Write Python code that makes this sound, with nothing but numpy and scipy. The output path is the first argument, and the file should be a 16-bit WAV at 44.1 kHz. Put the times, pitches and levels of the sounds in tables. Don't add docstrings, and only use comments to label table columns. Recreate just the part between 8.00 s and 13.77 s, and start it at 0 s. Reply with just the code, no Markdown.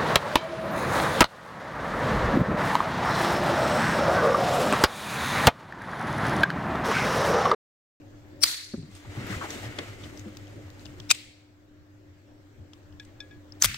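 import sys
import numpy as np
from scipy import signal
from scipy.fft import rfft, irfft, next_fast_len
from scipy.io import wavfile
from scipy.ndimage import uniform_filter1d, map_coordinates

SR = 44100
rng = np.random.default_rng(int(sys.argv[2]) if len(sys.argv) > 2 else 0)


def level_to_linear(level):
    exponent = np.asarray(level, float) / 20
    return 10 ** exponent


def materialize(psi):
    bounded = np.clip(np.atleast_2d(psi).T, -1, 1)
    quanta = np.round(bounded * 32767).astype(np.int16)
    wavfile.write(sys.argv[1], SR, quanta)


N = 254456

# t/s, peak/dB, ring f/Hz, t60/s, crack level/dB
CUT_HITS = [(.4075, -42, 5300, .04, 2), (.4158, -31, 5440, .012, -2), (.4355, -13, 3996, .01, -14),
            (.4404, -3.5, 4980, .006, 2), (.4425, -14, 4696, .03, -4.5), (.4505, -23, 5110, .012, -3.5),
            (.4555, -21, 4900, .012, -5.5), (.4625, -19, 4800, .01, -6), (.4725, -28, 2100, .04, -7.5),
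            (.483, -26, 8500, .06, 3)]
# t/s, peak/dB, ring f/Hz, left-right/dB, crack level/dB
CLAMP_HITS = [(3.0925, -33, 5280, 8.5, -8.5), (3.0965, -29, 3750, 6, -9), (3.1005, -21, 6010, 6, -2),
              (3.1048, -7.5, 2462, 1, -7), (3.1058, -14.5, 6300, 6, 0.5), (3.1089, -11, 5060, 6, 3),
              (3.1122, -5.5, 3720, 6.0, 4), (3.1128, -10.5, 7300, 6, -3.5), (3.1168, -17.5, 2450, 2, 1.5),
              (3.1175, -14.5, 7450, 5, -4), (3.1215, -21.5, 2500, 2, 2.5), (3.1485, -30.5, 7500, 4.5, 1),
              (3.153, -34.5, 2700, 4, 1)]
# t/s, peak/dB, ring f/Hz, left-right/dB, crack level/dB
TEAR_HITS = [(5.6227, -0.5, 6120, 3.5, -9.5), (5.6258, -14.5, 6900, 3, -4), (5.634, -16, 1398, 0.5, -2),
             (5.638, -10, 5246, 5, -3.5), (5.6446, -4.5, 6300, 1.5, 5.5), (5.6492, -7, 3247, 3.5, 5),
             (5.6523, -13.5, 3284, 3.5, 1.5), (5.6548, -15.5, 1786, 2, 2.5), (5.6575, -9.5, 3586, 1.5, 6),
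             (5.661, -24, 2395, 2, 2)]
# t/s, peak/dB, ring f/Hz, left-right/dB, crack level/dB
TICK_HITS = [(0.0169, -55, 2630, 13, -9), (.738, -50, 14000, 1, 8), (.8255, -48, 2700, 2, 0),
             (0.9512, -39, 8400, 8, -3.5), (1.1164, -51, 2800, 2, 3), (1.2685, -35.5, 12500, 3.5, -8),
             (1.505, -25, 6040, 1, 4), (1.511, -36, 7550, 2, -2), (2.1735, -40.5, 5800, 12, 0),
             (2.179, -47, 4800, 6, 0), (2.1944, -37, 6400, 10, -5), (2.3491, -47, 3020, 3, 1),
             (2.37, -32, 5430, 1, 19), (2.1948, -47, 13500, 3, 0), (2.3705, -45, 13500, 1, 0),
             (2.7027, -47, 13000, 2, 0), (2.479, -47, 6500, 3, 2.5), (2.4708, -42, 3010, 6.5, -2),
             (2.7023, -41.5, 5040, 4.9, 12), (2.7945, -46, 4150, 14, 13), (2.8525, -41, 2970, 10.5, -2),
             (2.8564, -34, 3500, 10, 9), (2.864, -41, 2860, 10.5, -3), (3.0006, -32, 3234, 3, -1),
             (5.0499, -46, 7800, 3, 3), (5.054, -50, 6200, 3, 0), (5.5223, -37, 5100, 13.5, -10),
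             (5.5524, -55, 3000, 10, -1)]
# t/s, peak/dB, ring f/Hz, t60/s, crack level/dB
BUMP_HITS = [(1.7873, -20.5, 3300, 0.025, 5), (2.022, -46, 2200, .03, -3), (2.033, -42, 3400, .02, 0),
             (2.0373, -35.5, 3430, 0.023, -2), (2.043, -38.5, 3030, 0.036, 2.5),
             (.737, -44, 1380, 0.027, -11.5), (4.7336, -37.5, 2948, 0.013, 4), (4.7365, -46, 5200, .015, 1),
             (4.925, -53, 2930, .015, -3), (4.9265, -56, 4800, 0.013, -3), (5.7435, -23, 3100, .012, 4),
             (5.7465, -31, 2660, .025, 7)]
# t/s, peak/dB, long ring level/dB, damping (1 = free)
SPRING_SLIPS = [
    (4.9975, -33, 4, 2.3),
    (5.028, -57, 6, 1.7),
    (5.2029, -34.5, 1, 0.97),
    (5.309, -58, 18, 0.9),
    (5.36, -71, 0, 1.34),
]
# t/s, level/dB, rise/(dB per ms), fall/(dB per ms), left-right/dB
STROKE_SWELLS = [
    (.4375, -10, 1.9, 8.5, 13),
    (3.1125, -13, 2, 3, 5),
    (5.6235, -15, 3, 2.5, 1.5),
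    (5.649, -25.5, 0.73, 1.35, 4.5),
    (.424, -36.5, 2.1, 2.5, 6),
]
# f/Hz, width/Hz, level/dB
JAW_MODES = [(1360, 170, -17), (2450, 270, -4.5), (3750, 200, -3.5), (4980, 340, -3.5), (6360, 96, -1),
             (7660, 390, -5), (9000, 260, -7), (13500, 189.8, -20.5), (15000, 210, -16)]
# f/Hz, level/(dB per Hz)
CRACK_TINT = [(180, -56.5), (300, -17.5), (994, -10.5), (1230, -4), (1840, -8), (2100, -5), (6000, -4),
              (13100, -8), (15000, -4.5), (16000, -16)]
# f/Hz, level/(dB per Hz)
CLICK_TINT = [(300, -2.5), (1200, -6), (2300, -5.5), (4000, 3.5), (7000, -3), (9500, -25), (15000, -16.5)]
# f/Hz, level/(dB per Hz)
SCRAPE_TINT = [(180, -29), (300, -5), (480, -9), (750, -11), (1000, -16), (1250, -11.5), (1600, -12),
               (2100, -8.5), (2500, -16), (5000, -28), (6500, -51.5), (11000, -120)]


def unit(x):
    return x / np.sqrt(np.mean(x ** 2) + 1e-20)


def along(points, hz):
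    f, v = np.transpose(points)
    return np.interp(np.log(hz + 1), np.log(f + 1), v)


def colour(spectrum):
    return lambda hz: level_to_linear(along(spectrum, hz))


def resonant(modes):
    def response(f):
        total = 0
        for k, (centre, width, db) in enumerate(modes):
            band = 1j * f * width
            total = total + (-1) ** k * level_to_linear(db) * band / (centre ** 2 - f ** 2 + band)
        return total
    return response


def filtered(x, response):
    m = next_fast_len(x.shape[-1] + 8192)
    return irfft(rfft(x, m) * response(np.fft.rfftfreq(m, 1 / SR)), m)[..., :x.shape[-1]]


def wobble(rate):
    knots = rng.standard_normal(int(N * rate / SR) + 4)
    return map_coordinates(knots, [np.arange(N) * rate / SR])


def patches(shape, bins, frames):
    lumps = uniform_filter1d(rng.standard_normal(shape), size=bins, axis=0)
    return unit(uniform_filter1d(lumps, size=frames, axis=1))


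def rush(gain, alike, patchy_db):
    z = signal.stft(rng.standard_normal((2, N)), nperseg=512)[2]
    field = patches(z.shape[1:], bins=6, frames=10)
    pair = signal.istft(z * level_to_linear(patchy_db * field), nperseg=512)[1][:, :N]

    def mid_side_gain(hz):
        angle = np.arccos(np.clip(along(alike, hz), -1, 1)) / 2
        return gain(hz) * np.array([np.cos(angle), np.sin(angle)])

    mid, side = filtered(pair, mid_side_gain)
    return unit(np.array([mid + side, mid - side]))


def swells(rows, half_s):
    t = np.arange(N) / SR
    return sum(level_to_linear(db) * np.exp(-((t - s) / half_s) ** 2) for s, db in rows)


def add(track, s, sound):
    part = track[:, round(s * SR):][:, :sound.shape[1]]
    part += sound[:, :part.shape[1]]


def sides(pan_db):
    return level_to_linear([[pan_db / 2], [-pan_db / 2]])


def left_first(pair, samples):
    return np.array([pair[0], np.roll(pair[1], samples)])


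def contacts(rows, crack_tint, spread, attack, **shared_by_all):
    out, t = np.zeros((2, N)), np.arange(SR // 16) / SR
    own = [name for name in ("t60", "pan_db", "crack_db") if name not in shared_by_all]
    for s, db, hz, *rest in rows:
        hit = {**shared_by_all, **dict(zip(own, rest))}
        shared, left, right = rng.standard_normal((3, len(t)))
        blow = shared + np.array([left, right])
        mode = resonant([(hz, spread * hz, 0)])
        ring = unit(filtered(blow, lambda f: mode(f) ** 2))
        crack = level_to_linear(hit["crack_db"]) * unit(filtered(blow, colour(crack_tint)))
        sound = (ring + crack) * level_to_linear(-60 * t / hit["t60"]) * (1 - np.exp(-t / attack)) ** 2
        peak = np.abs(sound).max(axis=1, keepdims=True)
        add(out, s - attack, level_to_linear(db) * sound / peak * sides(hit["pan_db"]))
    return out


def stroke_swell(stroke, modes, grit_db):
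    s, db, rise, fall, pan_db = stroke
    out, ms = np.zeros((2, N)), np.arange(-SR // 20, SR // 20) / SR * 1000
    shared, left, right = rng.standard_normal((3, len(ms)))
    burst = shared + 0.49 * np.array([left, right])
    grit = level_to_linear(grit_db) * unit(filtered(burst, colour(CRACK_TINT)))
    swell = unit(filtered(burst, resonant(modes))) + grit
    add(out, s - 1 / 20, swell * level_to_linear(db + np.minimum(rise * ms, -fall * ms)) * sides(pan_db))
    return out


def cutter():
    # f/Hz, width/Hz, level/dB
    cutter_modes = [(2270, 150, -21.5), (4100, 130, -13), (4612, 120, -7), (5550, 110, 0), (8610, 83, -1),
                    (11400, 580, -23), (13900, 360, -24), (15200, 160, -12.5)]
    swell = stroke_swell(STROKE_SWELLS[0], cutter_modes, grit_db=-15) + stroke_swell(STROKE_SWELLS[4], cutter_modes, grit_db=-5)
    return swell + contacts(CUT_HITS, CRACK_TINT, spread=0.1, attack=0.00082, pan_db=-2)


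def clamp():
    # f/Hz, level/(dB per Hz)
    clamp_tint = [(180, -59), (300, -26.5), (1340, -11.5), (1870, -20), (2440, -1), (2790, -7.5),
                  (7200, -8.5), (16000, -27.5)]
    strikes = contacts(CLAMP_HITS, clamp_tint, spread=0.07, attack=0.00089, t60=0.014)
    return stroke_swell(STROKE_SWELLS[1], JAW_MODES, grit_db=-11) + strikes


def tear():
    # f/Hz, width/Hz, level/dB
    slide_modes = [(1680, 300, -11), (4760, 140, -10), (6230, 190, -1), (6940, 43, -6), (7300, 240, -4.5),
                   (8200, 120, -11), (10700, 200, -19.5), (15200, 190, -24)]
    rip = stroke_swell(STROKE_SWELLS[2], slide_modes, grit_db=-18.5)
    rattle = stroke_swell(STROKE_SWELLS[3], JAW_MODES, grit_db=3.5)
    snap = contacts(TEAR_HITS[:1], CRACK_TINT, spread=0.2, attack=0.00035, t60=0.006)
    strikes = contacts(TEAR_HITS[1:], CRACK_TINT, spread=0.11, attack=0.00037, t60=0.011)
    return rip + rattle + plate() + snap + strikes


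def plate():
    out, t = np.zeros((2, N)), np.arange(SR // 8) / SR
    ring = unit(filtered(rng.standard_normal((2, len(t))), resonant([(2154, 70, 0)])))
    level = level_to_linear(-37 - 60 * t / 0.28)
    add(out, TEAR_HITS[-1][0], ring * level * (1 - np.exp(-t / 0.015)))
    return out


def ticks():
    return contacts(TICK_HITS, CLICK_TINT, spread=0.18, attack=0.00041, t60=0.013)


def bumps():
    # f/Hz, level/(dB per Hz)
    bump_tint = [(300, -9), (1200, -6), (2300, -3), (3600, 2.5), (5500, -1.5), (8000, -9), (9500, -20),
                 (15000, -26)]
    return contacts(BUMP_HITS, bump_tint, spread=0.25, attack=0.00033, pan_db=3)


def spring():
    # f/Hz, level/dB, t60/s
    coil_modes = [(1674, -7, 0.18), (2420, -0.5, 0.033), (3505, 10, 0.031), (4220, -6.5, 0.032),
                  (5110, -2.5, 0.031), (5580, -4, 0.039), (6170, -5, 0.018), (2290, -21, 0.18),
                  (2505, -16, 0.12), (3630, -22.5, 0.15), (3340, -21, 0.18), (3680, 5, 0.022),
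                  (7300, -8, .015)]
    out, t = np.zeros((2, N)), np.arange(SR // 3) / SR
    for s, db, long_db, damping in SPRING_SLIPS:
        ring = np.zeros(len(t))
        for hz, mode_db, t60 in coil_modes:
            strength_db = mode_db + rng.normal(0, 1) + long_db * (t60 > 0.1)
            wave = np.sin(2 * np.pi * (hz * t + rng.random()))
            ring += level_to_linear(strength_db - 60 * damping * t / t60) * wave
        noise = unit(filtered(rng.standard_normal((2, len(t))), colour(CLICK_TINT)))
        click = level_to_linear(-6 - 60 * t / 0.025) * noise
        add(out, s, level_to_linear(db - 2.5) * (ring + click) * (1 - np.exp(-t / 0.0016)) * sides(4.9))
    return out


def skids():
    # t/s, peak/dB, f/Hz, t60/s, grit level/dB
    skid_hits = [(1.05, -45, 920, 0.059, -15.5), (1.30, -31.5, 1790, 0.55, -11),
                 (1.325, -32, 1230, 0.17, -11), (1.412, -25, 1170, 0.1, -3), (1.424, -30, 1490, .05, 4),
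                 (1.44, -29.5, 905, 0.08, -3), (1.452, -32, 1250, 0.069, 3), (1.63, -33, 680, 0.078, 4),
                 (1.787, -24.5, 500, 0.084, 8)]
    return contacts(skid_hits, SCRAPE_TINT, spread=0.45, attack=0.004, pan_db=3)


def knocks():
    # t/s, peak/dB, pitch f/Hz, t60/s, slap level/dB
    soft_knocks = [(0.7375, -16, 228, 0.044, -24), (0.774, -30.5, 167, 0.15, -23),
                   (0.824, -32, 150, 0.11, -23), (.882, -41.5, 194, 0.11, -24),
                   (1.049, -39, 93, 0.046, -14), (1.169, -28.5, 127, 0.14, -8.5),
                   (1.244, -26, 116, 0.038, -20), (1.296, -28, 191, 0.13, -12),
                   (1.364, -22.5, 90, 0.063, -27), (1.643, -29, 106, 0.05, -20),
                   (1.786, -29.5, 286, 0.077, -7), (2.259, -31.5, 210, 0.13, -21.5)]
    # t/s, peak/dB, pitch f/Hz, t60/s, slap level/dB
    tool_jolts = [
        (5.64, -35, 141, 0.14, -22),
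        (5.645, -35.5, 42.6, 0.28, -35),
        (5.685, -39, 125, 0.22, -10),
        (5.72, -44.5, 138, 0.21, -20),
    ]
    slap_modes = resonant([(500, 220, -5.5), (1380, 340, -12.5)])
    out, t = np.zeros((2, N)), np.arange(SR // 4) / SR
    for s, db, hz, t60, slap_db in soft_knocks + tool_jolts:
        turn = 2 * np.pi * hz * t
        ring = np.sin(turn) + 0.47 * np.sin(1.59 * turn) + 0.2 * np.sin(2.4 * turn)
        slap = unit(filtered(rng.standard_normal((2, len(t))), slap_modes))
        sound = ring * level_to_linear(-60 * t / t60) + slap * level_to_linear(slap_db + 1 - 60 * t / 0.048)
        add(out, s, level_to_linear(db + 3) * sound * (1 - np.exp(-t / 0.0056)) * sides(1.5))
    return out


def hands():
    # t/s, effort level/dB
    effort = [(.8, -95), (.86, -61.5), (1.01, -57), (1.09, -49.5), (1.28, -40), (1.52, -41), (1.59, -42.5),
              (1.76, -44.5), (1.81, -44.5), (1.97, -50), (2.06, -49.5), (2.14, -53.5), (2.25, -55.5),
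              (2.6, -59), (3.08, -59.5), (3.12, -90)]
    # t/s, level/dB
    shoves = [(1.09, -49), (1.23, -43.5), (1.42, -49), (1.52, -57), (1.59, -47), (1.67, -46.5), (1.81, -54),
              (2.06, -46), (2.17, -48.5), (2.28, -54), (2.58, -46)]
    # t/s, level/dB
    brushes = [(.963, -60), (1.33, -49), (1.43, -54), (1.53, -47), (1.62, -52), (2.05, -60.5),
               (2.185, -63.5), (2.83, -63)]
    # f/Hz, left-right likeness (1 = same)
    hands_alike = [(60, 0.94), (130, 0.93), (290, 0.82), (640, 0.5), (1410, 0.9), (3100, -0.29),
                   (6820, 0.43), (15000, -0.02)]
    # f/Hz, level/(dB per Hz)
    rub_tint = [(12, -39), (20, -10), (59, -11), (103, 1.5), (151, -7.5), (295, -5.5), (485, -19.5),
                (600, -12), (780, -42), (1320, -120)]
    # f/Hz, level/(dB per Hz)
    rustle_tint = [(1470, -31.5), (2700, -2.5), (4840, -7.5), (7530, -7.5), (9300, -12), (10800, -23),
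                   (12200, -18), (16000, -19)]
    times, levels = np.transpose(effort)
    effort_db = np.interp(np.arange(N) / SR, times, levels)
    jerk = level_to_linear(1.2 * wobble(60))

    rub_noise = unit(level_to_linear(2.5 * wobble(25)) * rush(colour(rub_tint), hands_alike, patchy_db=1.5))
    rub = (level_to_linear(effort_db - 6.5) + swells(shoves, half_s=0.036)) * rub_noise

    scrape = level_to_linear(effort_db - 0.4) * unit(jerk * rush(colour(SCRAPE_TINT), hands_alike, patchy_db=0.8))

    top_db = effort_db.max()
    rustle_db = -9.5 + top_db + 0.78 * (effort_db - top_db)
    rustle_noise = unit(jerk * rush(colour(rustle_tint), hands_alike, patchy_db=1.5))
    rustle = (level_to_linear(rustle_db) + swells(brushes, half_s=0.038)) * rustle_noise
    return (rub + scrape + rustle) * sides(1.5)


def echo(rows, wet_db, tint):
    # f/Hz, t60/s
    shop_decay = [(300, 0.77), (800, 0.39), (2100, 0.75), (3100, .65), (4400, 0.75), (5800, .68),
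                  (10000, 0.54), (14600, .4)]
    out = np.zeros((2, N))
    for s, db, *_ in rows:
        hz, t, z = signal.stft(rng.standard_normal((2, SR * 2 // 3)), SR, nperseg=256)
        lumps_db = 2.5 * patches(z.shape[1:], bins=12, frames=4)
        decay_db = -60 * t / along(shop_decay, hz)[:, None]
        level = level_to_linear(lumps_db + along(tint, hz)[:, None] + decay_db)
        tail = signal.istft(z * level, SR, nperseg=256)[1]
        onset = 1 - np.exp(-np.arange(tail.shape[1]) / SR / 0.016)
        add(out, s, level_to_linear(db + wet_db) * tail * onset * sides(1.2))
    return out


def walls():
    # f/Hz, level/dB
    cut_tint = [(300, -21), (1000, -15), (2000, -5.5), (2900, -10), (3600, -4), (4300, 2.5), (5100, -6.5),
                (6500, -6.5), (9000, -9.5), (15000, -16)]
    # f/Hz, level/dB
    tear_tint = [(300, -25), (900, -22), (1300, -2), (2200, 3), (4000, -4.5), (6000, -5), (8000, -6),
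                 (10500, -15.5), (15000, -11)]
    # f/Hz, level/dB
    small_tint = [(300, -34.5), (1200, -15.5), (1700, -9.5), (2100, 1.5), (4000, -1), (6000, -8.5),
                  (8000, -5), (10500, -20), (15000, -16)]
    strokes = echo(CUT_HITS, wet_db=-14, tint=cut_tint) + echo(CLAMP_HITS, wet_db=-30, tint=small_tint)
    strokes += echo(TEAR_HITS, wet_db=-27.5, tint=tear_tint)
    return strokes + echo(TICK_HITS + BUMP_HITS + SPRING_SLIPS, wet_db=-22.5, tint=small_tint)


def ducking():
    # t/s, depth/dB, recovery/s, fall/s
    ducks = [
        (-.3, 5, 0.86, .046),
        (.44, 14.5, 0.49, 0.041),
        (3.11, 13.5, 2.05, 0.11),
        (5.63, 15, 2, .046),
    ]
    gain_db = np.zeros(N)
    for s, depth_db, recovery_s, fall_s in ducks:
        since = np.maximum(np.arange(N) / SR - s, 0)
        gain_db -= depth_db * (1 - np.exp(-since / fall_s)) * np.exp(-since / recovery_s)
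    return gain_db


def workshop():
    # f/Hz, width/Hz, level/dB
    boom_modes = [(98, 29, 0)]
    # t/s, level/dB
    leans = [(.05, -62.5), (.39, -56), (.79, -41), (.95, -48), (1.09, -40), (1.19, -42), (1.33, -38),
             (1.44, -53), (1.66, -39.5), (1.91, -45), (2.04, -45), (2.21, -47), (2.43, -51), (2.66, -52.5),
             (2.88, -49), (2.99, -46.5), (3.8, -53), (3.94, -57), (4.1, -54), (4.61, -45), (4.94, -52),
             (5.37, -56), (5.67, -38)]
    # f/Hz, left-right likeness (1 = same)
    air_alike = [(25, 0.41), (60, 0.26), (300, 0.77), (640, .3), (1400, 0.0042)]
    # f/Hz, level/(dB per Hz)
    murmur_tint = [(12, -19.5), (25, -10.5), (60, -17.5), (150, -22), (230, -18.5), (380, -15.5),
                   (440, -26.5), (540, -18.5), (640, -24), (900, -31.5), (1500, -41.5), (3300, -120)]
    # f/Hz, level/(dB per Hz)
    hiss_tint = [(530, -29.5), (900, -7), (1700, -1.5), (2420, -8), (4150, -12), (7770, -16), (8500, -23.5),
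                 (9300, -26), (9700, -32), (11300, -33), (11800, -22), (16000, -23)]
    gain_db = ducking()

    phase = 2 * np.pi * np.cumsum(298 + 1.6 * wobble(12)) / SR
    tone = level_to_linear(-48.5 + gain_db + 2.5 * wobble(17)) * np.sin(phase) * sides(1.2)

    thrum = rush(lambda f: resonant(boom_modes)(f) ** 2, [(100, 0.96)], patchy_db=-0.5)
    envelope = np.abs(signal.hilbert(thrum.sum(axis=0), next_fast_len(N))[:N])
    thrum = unit(thrum / (envelope + 0.32) ** 0.57)
    boom = (level_to_linear(-49.5 + gain_db) + swells(leans, half_s=0.025)) * thrum * sides(1.2)

    murmur = level_to_linear(-50.5 + gain_db) * rush(colour(murmur_tint), air_alike, patchy_db=2) * sides(1.5)
    hiss_db = -60 + 0.8 * gain_db
    hiss = level_to_linear(hiss_db) * rush(colour(hiss_tint), air_alike, patchy_db=1.8) * sides(1.5)
    return tone + boom + murmur + hiss


def scene():
    stripper = clamp() + ticks() + bumps() + spring()
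    bench = skids() + knocks() + hands() + workshop()
    tools = left_first(cutter(), -2) + left_first(stripper, 2) + left_first(tear(), 1)
    return tools + walls() + left_first(bench, 7)


def low_pass(x):
    return signal.sosfilt(signal.butter(12, 16300, fs=SR, output="sos"), x)


def record(dry):
    rounded = dry / (1 + np.abs(dry / 0.79) ** 8) ** (1 / 8)
    mix = filtered(rounded, lambda hz: hz < 15750)
    return low_pass(mix)


dry = scene()
out = record(dry)
materialize(out)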